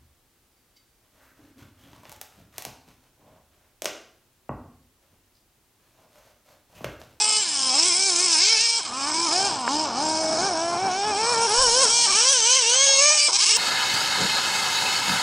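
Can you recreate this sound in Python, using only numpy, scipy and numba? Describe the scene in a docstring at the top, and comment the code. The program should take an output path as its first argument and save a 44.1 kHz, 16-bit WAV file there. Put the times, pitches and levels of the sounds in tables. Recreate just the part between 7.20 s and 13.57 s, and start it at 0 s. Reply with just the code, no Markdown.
"""A nitro model truck drives away over a grassy hill, its throttle blipped (briefly opened) all the time.
Its tiny two-stroke engine fires once a turn and rings the tuned exhaust pipe; the gears sizzle in step
and the tyres drum on the turf. At 2.5 s there is a clack, then the truck races back, and at 4.4 s a gust
brushes the microphone. Near 6 s the tyres go quiet in a jump, and a thud follows.
All of it is heard through a mono pocket camera that weakens the sound near 2 kHz."""
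import sys
import numpy as np
from scipy import signal
from scipy.fft import rfft, irfft, next_fast_len
from scipy.io import wavfile
from scipy.ndimage import uniform_filter1d
from numba import njit

SR = 44100
rng = np.random.default_rng(int(sys.argv[2]) if len(sys.argv) > 2 else 0)


def store_pcm(level_fs):
    """Save levels as 16-bit WAV."""
    pcm = np.round(np.clip(level_fs, -1, 1) * 32767).astype(np.int16)
    wavfile.write(sys.argv[1], SR, np.atleast_2d(pcm).T)


N = 280917
T = np.arange(N) / SR

# throttle blips and wheel spins: (opens [s], firing rate then [Hz], closes [s], rate reached [Hz],
# spin-up time constant [s], extra tone and honk [dB], extra rasp and treble [dB])
BLIPS = [(0.0, 420.6, 0.2, 432.7, 0.406, 4.5, 1), (0.53, 254.4, 0.67, 364.6, 0.4946, 2.3, 0.6),
         (0.73, 341.9, 0.87, 395.2, 0.07, -4, -0.2), (0.95, 335.9, 1.05, 372.0, 0.413, 1, 2.3),
         (1.17, 309.5, 1.32, 455.8, 0.4, -1.5, -0.3), (1.38, 428.3, 1.585, 463.3, 0.02, -6, 0.5),
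         (1.62, 322.1, 1.655, 310.1, 0.3, -11, -0.5), (1.7, 226.7, 1.795, 278.8, 0.305, 1.3, -2.8),
         (1.81, 268.9, 1.9, 306.4, 0.29, 0.6, 0.7), (1.93, 298.5, 2.055, 340.1, 0.03, -1.5, 0.5),
         (2.1, 298.6, 2.27, 406.7, 0.08, 0.5, 0.8), (2.47, 228.2, 2.64, 316.2, 0.05, 0.1, 1.5),
         (2.74, 223.7, 2.83, 309.9, 0.487, 0.5, 1.3), (3.17, 317.1, 3.27, 408.5, 0.453, -0.3, 1),
         (3.35, 324.8, 3.55, 347.1, 0.283, 0.6, 0), (3.57, 342.7, 3.67, 388.8, 0.04, -0.3, -0.6),
         (3.7, 354.3, 3.9, 431.1, 0.23, -1, 1.0), (3.94, 389.5, 4.11, 496.2, 0.595, -1, 1.0),
         (4.17, 449, 4.26, 461.8, 0.0199, 1.3, -0.5), (4.28, 383.1, 4.42, 538, 0.36, 0, -0.1),
         (4.5, 454.1, 4.62, 545.3, 0.516, -3, -1.8), (4.68, 418.3, 4.85, 475.5, 0.02, -7, -1),
         (4.88, 372.4, 4.91, 399.4, 0.23, 2, -0.7), (4.925, 367.2, 5.12, 557, 0.22, -0.5, 0.6),
         (5.23, 440.1, 5.37, 531.4, 0.14, 2.1, 1.5), (5.45, 451.7, 5.63, 553, 0.5, 0.8, -0.3),
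         (5.78, 540.3, 5.93, 613.7, 0.13, 4.5, 1.3), (5.98, 585, 6.08, 587.2, 0.22, -4.5, 2.6),
         (6.12, 362.2, 6.165, 414.8, 0.3, -0.5, 2.5), (6.175, 301, 6.24, 445, 0.297, 0.5, -1),
         (6.25, 335, 6.315, 469.7, 0.3, 0, -0.3), (6.325, 391.6, 6.37, 474, 0.27, 1.5, -0.5)]
# the firing tone, before speed and throttle change its level: (time [s], level [dB])
TONE_LEVEL = [(0.0, -53), (0.52, -39), (0.94, -35.5), (1.64, -46.0), (1.99, -31.5), (2.34, -39.0),
              (2.55, -27), (2.69, -38), (2.76, -30.5), (3.6, -36), (4.51, -30), (4.58, -25.5), (4.86, -44),
              (5.07, -35.0), (5.28, -41), (5.7, -30.5), (5.98, -41), (6.05, -36.5), (6.19, -54),
              (6.37, -40)]
# the pipe's honk, likewise: (time [s], level [dB])
HONK_LEVEL = [(0.0, -36), (0.24, -44.5), (0.52, -26.5), (0.66, -38.5), (0.73, -32.5), (1.08, -35),
              (1.15, -29), (1.29, -39), (1.99, -25.5), (2.34, -28.5), (2.48, -21), (2.55, -25), (4.65, -27),
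              (4.93, -28.5), (5.07, -33.5), (6.05, -39), (6.12, -30.5), (6.37, -41.5)]
# the high sounds, likewise; low far up the hill: (time [s], rasp [dB], ring [dB], sizzle [dB])
TREBLE_LEVEL = [(0.0, -32, -24.5, -26.5), (0.24, -30, -27, -28), (0.59, -27.5, -15, -23.5),
                (0.66, -28, -22, -23.5), (1.01, -33.5, -23.5, -27.5), (1.15, -27.0, -16, -22.5),
                (1.29, -24.5, -19, -32.5), (1.57, -34.5, -27, -33.5), (1.64, -32, -30, -33),
                (2.13, -34, -22, -30.5), (2.41, -34, -31.5, -35.5), (2.62, -37.5, -25.5, -37),
                (2.69, -35.5, -30.5, -45), (2.9, -40, -25.5, -32.5), (3.74, -37, -35.0, -44),
                (4.44, -33, -23.5, -28), (4.93, -26.0, -22.5, -24), (5.07, -29.5, -23.5, -29),
                (5.63, -25.0, -23.5, -29.0), (6.12, -33, -27.5, -31), (6.19, -24.5, -18.5, -25.5),
                (6.37, -24.5, -19.5, -25)]
# the pipe's main note moves with gas heat and the way the outlet points: (time [s], pitch [Hz])
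PIPE_PITCH = [(0, 930), (.32, 1050), (.5, 824), (1.15, 890), (1.45, 1220), (1.55, 1030), (1.95, 1020),
              (2.2, 774), (2.5, 895), (2.77, 840), (2.9, 676), (3.55, 690), (4.08, 926), (5.5, 990),
              (5.65, 700), (5.85, 1130), (5.95, 870), (6.37, 1100)]
# how strongly the pipe's upper note is aimed at the microphone: (time [s], gain [dB])
PIPE_UPPER_GAIN = [(0, -8), (.3, -14), (.8, -5.5), (1.4, -1.5), (1.8, -8), (2.2, -7.5), (2.45, -17),
                   (2.75, -15.5), (3.1, -11.5), (3.6, -12), (4.1, -7.5), (4.6, -4.5), (5.3, -0.5),
                   (5.8, -13), (6.37, -6.5)]
# the note at which the outlet whistles: (time [s], pitch [Hz])
WHISTLE_PITCH = [(0, 2730), (.42, 3060), (.75, 2360), (1.38, 2370), (1.6, 2950), (1.9, 2200), (2.5, 2950),
                 (3.1, 2230), (3.7, 2320), (4.15, 2490), (4.45, 2970), (4.82, 3280), (4.92, 2600),
                 (5.1, 3150), (5.48, 2870), (5.58, 3260), (5.77, 3330), (5.81, 2330), (6.37, 2950)]
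# tone colour of the exhaust's rasp: (frequency [Hz], gain [dB])
RASP_COLOUR = [(1000, -49), (1500, -4.5), (1850, -6), (2250, 2), (2700, -6), (3200, 1), (3600, -6),
               (4200, 0.5), (5000, -11), (7000, -30), (10000, -39)]
# the truck's motion towards the microphone: (time [s], speed [m/s])
APPROACH_SPEED = [(0, -6), (.7, -0.5), (2.1, 1), (2.9, -6.5), (3.5, 12), (4.3, 14), (5.4, 13.5), (5.9, 3),
                  (6.37, 8)]
# how the metal parts ring when the truck stands still: (pitch [Hz], width [Hz], gain [dB])
METAL_RINGS = [(5227, 246, -3.5), (6240, 460, -20), (7660, 107, -4), (9060, 118, -6.5)]
# tone colour of the gears' hiss: (frequency [Hz], gain [dB])
GEAR_COLOUR = [(2000, -43), (3500, -27), (4500, -22), (5600, -17), (7100, -19), (8400, -12), (9300, -19.5),
               (10200, -30.5)]
# the outlet's upper note, which colours the engine's scream: (time [s], pitch [Hz])
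SCREAM_PITCH = [(0, 5200), (1.2, 5300), (2.4, 5130), (2.9, 5500), (4.7, 5340), (5.0, 5650), (5.36, 6200),
                (5.43, 5480), (5.6, 6400), (5.87, 6450), (6.02, 4750), (6.15, 5500), (6.37, 5300)]
# tone colour of the scream: (frequency [Hz], gain [dB])
SCREAM_COLOUR = [(2500, -38.5), (3800, -11.5), (4600, -1.5), (5400, -5.5), (6500, 1.5), (7200, -4),
                 (8100, 5), (9000, -16), (10200, -21.5)]
# how much of the treble is gear rattle: (time [s], share [0-1])
RATTLE_SHARE = [(0, 1), (1.1, .75), (1.55, 0.74), (2.4, 0.8), (4.2, .87), (4.8, .33), (4.92, .52),
                (5.3, .35), (6.0, .33), (6.1, .7), (6.37, .55)]
# tyres and chassis on the turf, almost silent in the jump: (time [s], level [dB])
TURF_LEVEL = [(0, -51), (.25, -46), (1.05, -45.5), (1.45, -51.5), (1.8, -42), (2.75, -34.5), (3.3, -32.5),
              (4.2, -37), (4.9, -40.5), (5.1, -51), (5.87, -50.5), (6.0, -70), (6.08, -52), (6.37, -47.5)]
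# tone colour of that drumming: (frequency [Hz], gain [dB])
TURF_COLOUR = [(25, -21), (60, -14.5), (105, -3), (155, -6.5), (210, -1), (400, -3), (520, -7), (780, 5.5),
               (1100, -4), (1500, -7.5), (4000, -28)]
# clack and thud: (time [s], gain [dB], low edge [Hz], high edge [Hz], rattle [dB], rattle decay [s])
KNOCKS = [(2.4780, -3, 650, 2040, -39, 0.005), (6.082, -23.5, 455, 1396, -13, 0.017)]
# wind hitting the microphone: (time [s], level [dB], decay [s])
GUSTS = [(4.374, -33, 0.081), (4.47, -48, .04), (4.68, -45, .04), (4.92, -48, 0.041)]

COAST_S, THROTTLE_S = .092, .017  # time constant of the slowing engine; travel time of the throttle
CRUISE_HZ, LOUDER_DB_PER_OCTAVE = 392, 7.5  # a faster engine is louder; an octave doubles the speed
SETTLE_S = .04993  # time the mixture of fuel and air takes to settle
ROUGH_STEADY, ROUGH_FALLING, ROUGH_RISING = .39, 1.595, 1.3  # uneven burn; extra per octave lost, gained
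BOUNCE_SHARE, BOUNCE_PER_S = .008, 32  # bouncing wheels make the engine speed waver
CHOKE_DB_PER_OCTAVE, UNLOAD_DB_PER_OCTAVE = 8, 6.5  # what exhaust and treble lose in a sudden slowdown
NOTCH_HZ, NOTCH_WIDTH_HZ, TOP_HZ = 1983, 310, 10100


def undb(db):
    """Turn decibels into a factor to multiply by."""
    return 10 ** (np.asarray(db) / 20)


def curves(table):
    """Each column of a table, joined by straight lines in time."""
    times, *columns = np.transpose(table)
    return [np.interp(T, times, column) for column in columns]


def noise():
    """White noise: an even hiss."""
    return rng.standard_normal(N)


def wander(per_s):
    """A random curve, about 1 in size, that heads for a new value per_s times a second."""
    targets = rng.standard_normal(4096)
    return 1.2 * np.interp(T * per_s, np.arange(len(targets)), targets)


def steady(x, size=1500):
    """Hold the level near 1, averaging over size samples."""
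    power = uniform_filter1d(uniform_filter1d(x * x, size), size)
    return x / np.sqrt(np.abs(power) + 1e-14)


def colour(x, points):
    """Boost or weaken each frequency as the table of points says."""
    hz, db = np.transpose(points)
    size = next_fast_len(N + 4096, real=True)
    freqs = np.maximum(np.fft.rfftfreq(size, 1 / SR), 1)
    gain = undb(np.interp(np.log(freqs), np.log(hz), db))
    # folding the cepstrum makes the filter ring only after a sound, never before it
    cepstrum = irfft(np.log(gain), size)
    cepstrum[1:size // 2] *= 2
    cepstrum[size // 2 + 1:] = 0
    return irfft(rfft(x, size) * np.exp(rfft(cepstrum)), size)[:N]


@njit
def moving_band(x, hz, width):
    """Let through one band of frequencies, whose centre and width may move."""
    out, band_state, low_state = np.empty(len(x)), 0., 0.
    for i in range(len(x)):
        step, damping = np.tan(np.pi * hz[i] / SR), width[i] / hz[i]
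        band = (band_state + step * (x[i] + 1e-18 - low_state)) / (1 + step * (step + damping))
        band_state = 2 * band - band_state
        low_state += 2 * step * band
        out[i] = damping * band
    return out


def ring(x, hz, width_hz):
    """Make a sound ring at one pitch; a narrower width rings longer."""
    return moving_band(x, hz + np.zeros(N), width_hz + np.zeros(N))


def keep(x, hz, side, order=4):
    """Keep what lies on the "high" or the "low" side of hz."""
    return signal.sosfilt(signal.butter(order, hz, side, fs=SR, output="sos"), x)


def clicks(times, sizes, reach=6):
    """Clean clicks at the given times, even between two samples."""
    at = np.clip(times * SR, reach, N - reach - 1)[:, None]
    taps = at.astype(int) + np.arange(1 - reach, reach + 1)
    shape = np.sinc(taps - at) * np.cos(np.pi / 2 * (taps - at) / reach) ** 2
    return np.bincount(taps.ravel(), (sizes[:, None] * shape).ravel(), N)


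def burst(start_s, decay_s):
    """Noise that starts at once and dies away."""
    return noise() * (T >= start_s) * np.exp(-np.abs(T - start_s) / decay_s)


def engine_speed():
    """Firings per second: each blip spins the engine up, then it coasts until the next one."""
    def ease(start, end, time_constant):
        elapsed = np.clip(T - start, 0, end - start)
        return np.expm1(-elapsed / time_constant) / np.expm1((start - end) / time_constant)

    hz = np.full(N, float(BLIPS[0][1]))
    for opens, start_hz, closes, top_hz, spin_s, *_ in BLIPS:
        hz += (top_hz - start_hz) * ease(opens, closes, spin_s)
    for (_, _, closes, top_hz, *_), (reopens, next_hz, *_) in zip(BLIPS, BLIPS[1:]):
        hz += (next_hz - top_hz) * ease(closes, reopens, COAST_S)
    return hz


def speed_change(hz):
    """Octaves of speed just lost and just gained: the mixture needs a moment to settle after either."""
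    octaves = np.log2(hz / hz[0])
    memory = np.exp(-1 / (SETTLE_S * SR))
    change = octaves - signal.lfilter([1 - memory], [1, -memory], octaves)
    return np.maximum(-change, 0), np.maximum(change, 0)


def firings(hz, rough, jitter_s=.00003, scatter_db=2.5, stumble=.11):
    """One pulse a turn and the gas puff after it; rough scales how much timing and strength vary."""
    turns = np.cumsum(hz) / SR
    number = np.arange(1, int(turns[-1]))
    times = np.interp(number, turns, T)
    uneven = np.interp(times, T, rough)
    late, strong, slip = rng.standard_normal((len(number), 3)).T
    # a fuel-rich mixture makes about every third firing stronger
    pattern = 1 + stumble * uneven * np.cos(2 * np.pi * number / 3 + np.cumsum(.405 * slip))
    sizes = pattern * undb(scatter_db * uneven * strong)
    pulses = clicks(times + jitter_s * uneven * late, sizes)
    puff = np.interp(np.floor(turns), number, sizes) * (np.exp(-(turns % 1) / .5) + 1)
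    return steady(pulses), steady(puff)


def effort(hz):
    """Gains for exhaust and treble: both follow the speed, and each blip pushes them differently."""
    push_db = np.zeros((2, N))
    for opens, _, closes, _, _, exhaust_db, treble_db in BLIPS:
        push_db[:, (T >= opens) & (T < closes)] = [[exhaust_db], [treble_db]]
    speed_db = LOUDER_DB_PER_OCTAVE * np.log2(hz / CRUISE_HZ)
    return undb(speed_db + uniform_filter1d(push_db, int(THROTTLE_S * SR)))


def ground_echoes(x, share, flutter_hz=13, max_samples=170, count=4):
    """Echoes off uneven ground come and go as the truck bounces, so overtones swell and fade."""
    delays = rng.integers(max_samples // 8, max_samples, count)
    return x + share * sum(wander(flutter_hz) * np.roll(x, delay) for delay in delays)


def exhaust(hz, pulses, puff, rough):
    """Gas pulses make the firing tone and the pipe's honk and, returned apart, the outlet's rasp."""
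    tone_db, = curves(TONE_LEVEL)
    honk_db, = curves(HONK_LEVEL)
    rasp_db, _, _ = curves(TREBLE_LEVEL)
    pipe_hz, = curves(PIPE_PITCH)
    upper_db, = curves(PIPE_UPPER_GAIN)
    whistle_hz, = curves(WHISTLE_PITCH)
    gas = pulses + .65 * rough * puff * noise()
    tone = ring(ring(gas, hz, 190), hz, 200)
    echoed = ground_echoes(gas, share=.36)
    main = keep(keep(ring(echoed, pipe_hz, 200), 580, "high"), 1625, "low")
    upper = ring(ring(echoed, 1562, 410), 1562, 410)
    honk = main + undb(upper_db) * upper
    jet = ground_echoes(pulses, share=.69) + 1.4 * rough * puff * noise()
    # the cleaner the burn, the more the outlet whistles
    whistle = 12 * np.clip(1 - rough, 0, 1) ** 3 * ring(jet, whistle_hz, 340)
    rasp = colour(jet + whistle, RASP_COLOUR)
    return steady(tone) * undb(tone_db) + steady(honk) * undb(honk_db), steady(rasp) * undb(rasp_db)


def scream(pulses, puff):
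    """The engine's high overtones, strengthened around the outlet's upper note."""
    scream_hz, = curves(SCREAM_PITCH)
    jet = ground_echoes(pulses, share=.8, flutter_hz=21.98) + .28 * puff * noise()
    return steady(colour(jet + 4 * ring(jet, scream_hz, 380), SCREAM_COLOUR))


def gears(pulses, puff):
    """Each firing jolts the gear teeth, which hiss and ring the metal parts."""
    approach, = curves(APPROACH_SPEED)
    doppler = 1 / (1 - approach / 343)  # the ringing is higher while the truck drives towards us
    jolts = .17 * pulses * undb(4.3 * wander(300))
    metal = sum(undb(db + 4.4 * wander(30)) * ring(jolts + puff * noise(), hz * doppler, width)
                for hz, width, db in METAL_RINGS)
    hiss = colour(puff * noise() * undb(2.9 * wander(230)), GEAR_COLOUR)
    echoed = ground_echoes(hiss, share=.47, flutter_hz=17, max_samples=32, count=3)
    return steady(echoed + metal, size=3000)


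def treble(pulses, puff):
    """The scream mixes with the gear rattle; both shake as the chassis bounces."""
    _, ring_db, sizzle_db = curves(TREBLE_LEVEL)
    share, = curves(RATTLE_SHARE)
    mix = np.sqrt(1 - share) * scream(pulses, puff) + np.sqrt(share) * gears(pulses, puff)
    ringing = steady(keep(mix, 6000, "low", order=6))
    sizzle = steady(keep(keep(mix, 6900, "high", order=6), TOP_HZ, "low", order=10))
    return ringing * undb(ring_db + wander(22)) + sizzle * undb(sizzle_db + wander(36))


def tyres():
    """Wheels drum unevenly on the grass."""
    db, = curves(TURF_LEVEL)
    return steady(colour(noise(), TURF_COLOUR), size=6000) * undb(db + 2.6 * wander(25))


def knocks():
    """A sharp clack, later a duller thud: one blow each, followed by a short rattle."""
    out = np.zeros(N)
    for start_s, db, low_hz, high_hz, rattle_db, decay_s in KNOCKS:
        blow = clicks(np.array([start_s]), np.ones(1)) + undb(rattle_db) * burst(start_s, decay_s)
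        body = keep(keep(blow, low_hz, "high", order=2), high_hz, "low", order=7)
        out += undb(db) * SR / (2 * high_hz) * body
    return out


def wind(top_hz=36, breeze_db=-71):
    """A few gusts rumble on the microphone, over a very faint breeze."""
    breeze = noise() * undb(breeze_db + 4 * wander(5.5))
    gusts = sum(undb(db) * burst(start_s, decay_s) for start_s, db, decay_s in GUSTS)
    rumble = keep(breeze + gusts, top_hz, "low", order=2)
    return rumble * np.sqrt(SR / 2 / top_hz)  # makes up the level lost in the filter


def scene():
    """The engine drives exhaust and gears; an unsettled mixture burns unevenly, a rich one weakly."""
    speed = engine_speed()
    lost, gained = speed_change(speed)
    rough = np.clip(ROUGH_STEADY + ROUGH_FALLING * lost + ROUGH_RISING * gained, 0, .8)
    hz = speed * (1 + rough * (.016 * wander(70) + BOUNCE_SHARE * wander(BOUNCE_PER_S)))
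    pulses, puff = firings(hz, rough)
    exhaust_gain, treble_gain = effort(speed)
    pipe, rasp = exhaust(hz, pulses, puff, rough)
    buzz = undb(-CHOKE_DB_PER_OCTAVE * lost) * (exhaust_gain * pipe + treble_gain * rasp)
    whine = undb(-UNLOAD_DB_PER_OCTAVE * lost) * treble_gain * treble(pulses, puff)
    return np.tile(buzz + whine + tyres() + knocks() + wind(), (2, 1))


def record(dry):
    """The camera weakens a narrow band near 2 kHz and cuts off the highest treble."""
    notched = signal.lfilter(*signal.iirnotch(NOTCH_HZ, NOTCH_HZ / NOTCH_WIDTH_HZ, fs=SR), dry)
    heard = dry + 1.18 * (notched - dry)
    return signal.sosfilt(signal.ellip(10, .2, 80, TOP_HZ, fs=SR, output="sos"), heard)


dry = scene()
out = record(dry)
store_pcm(out)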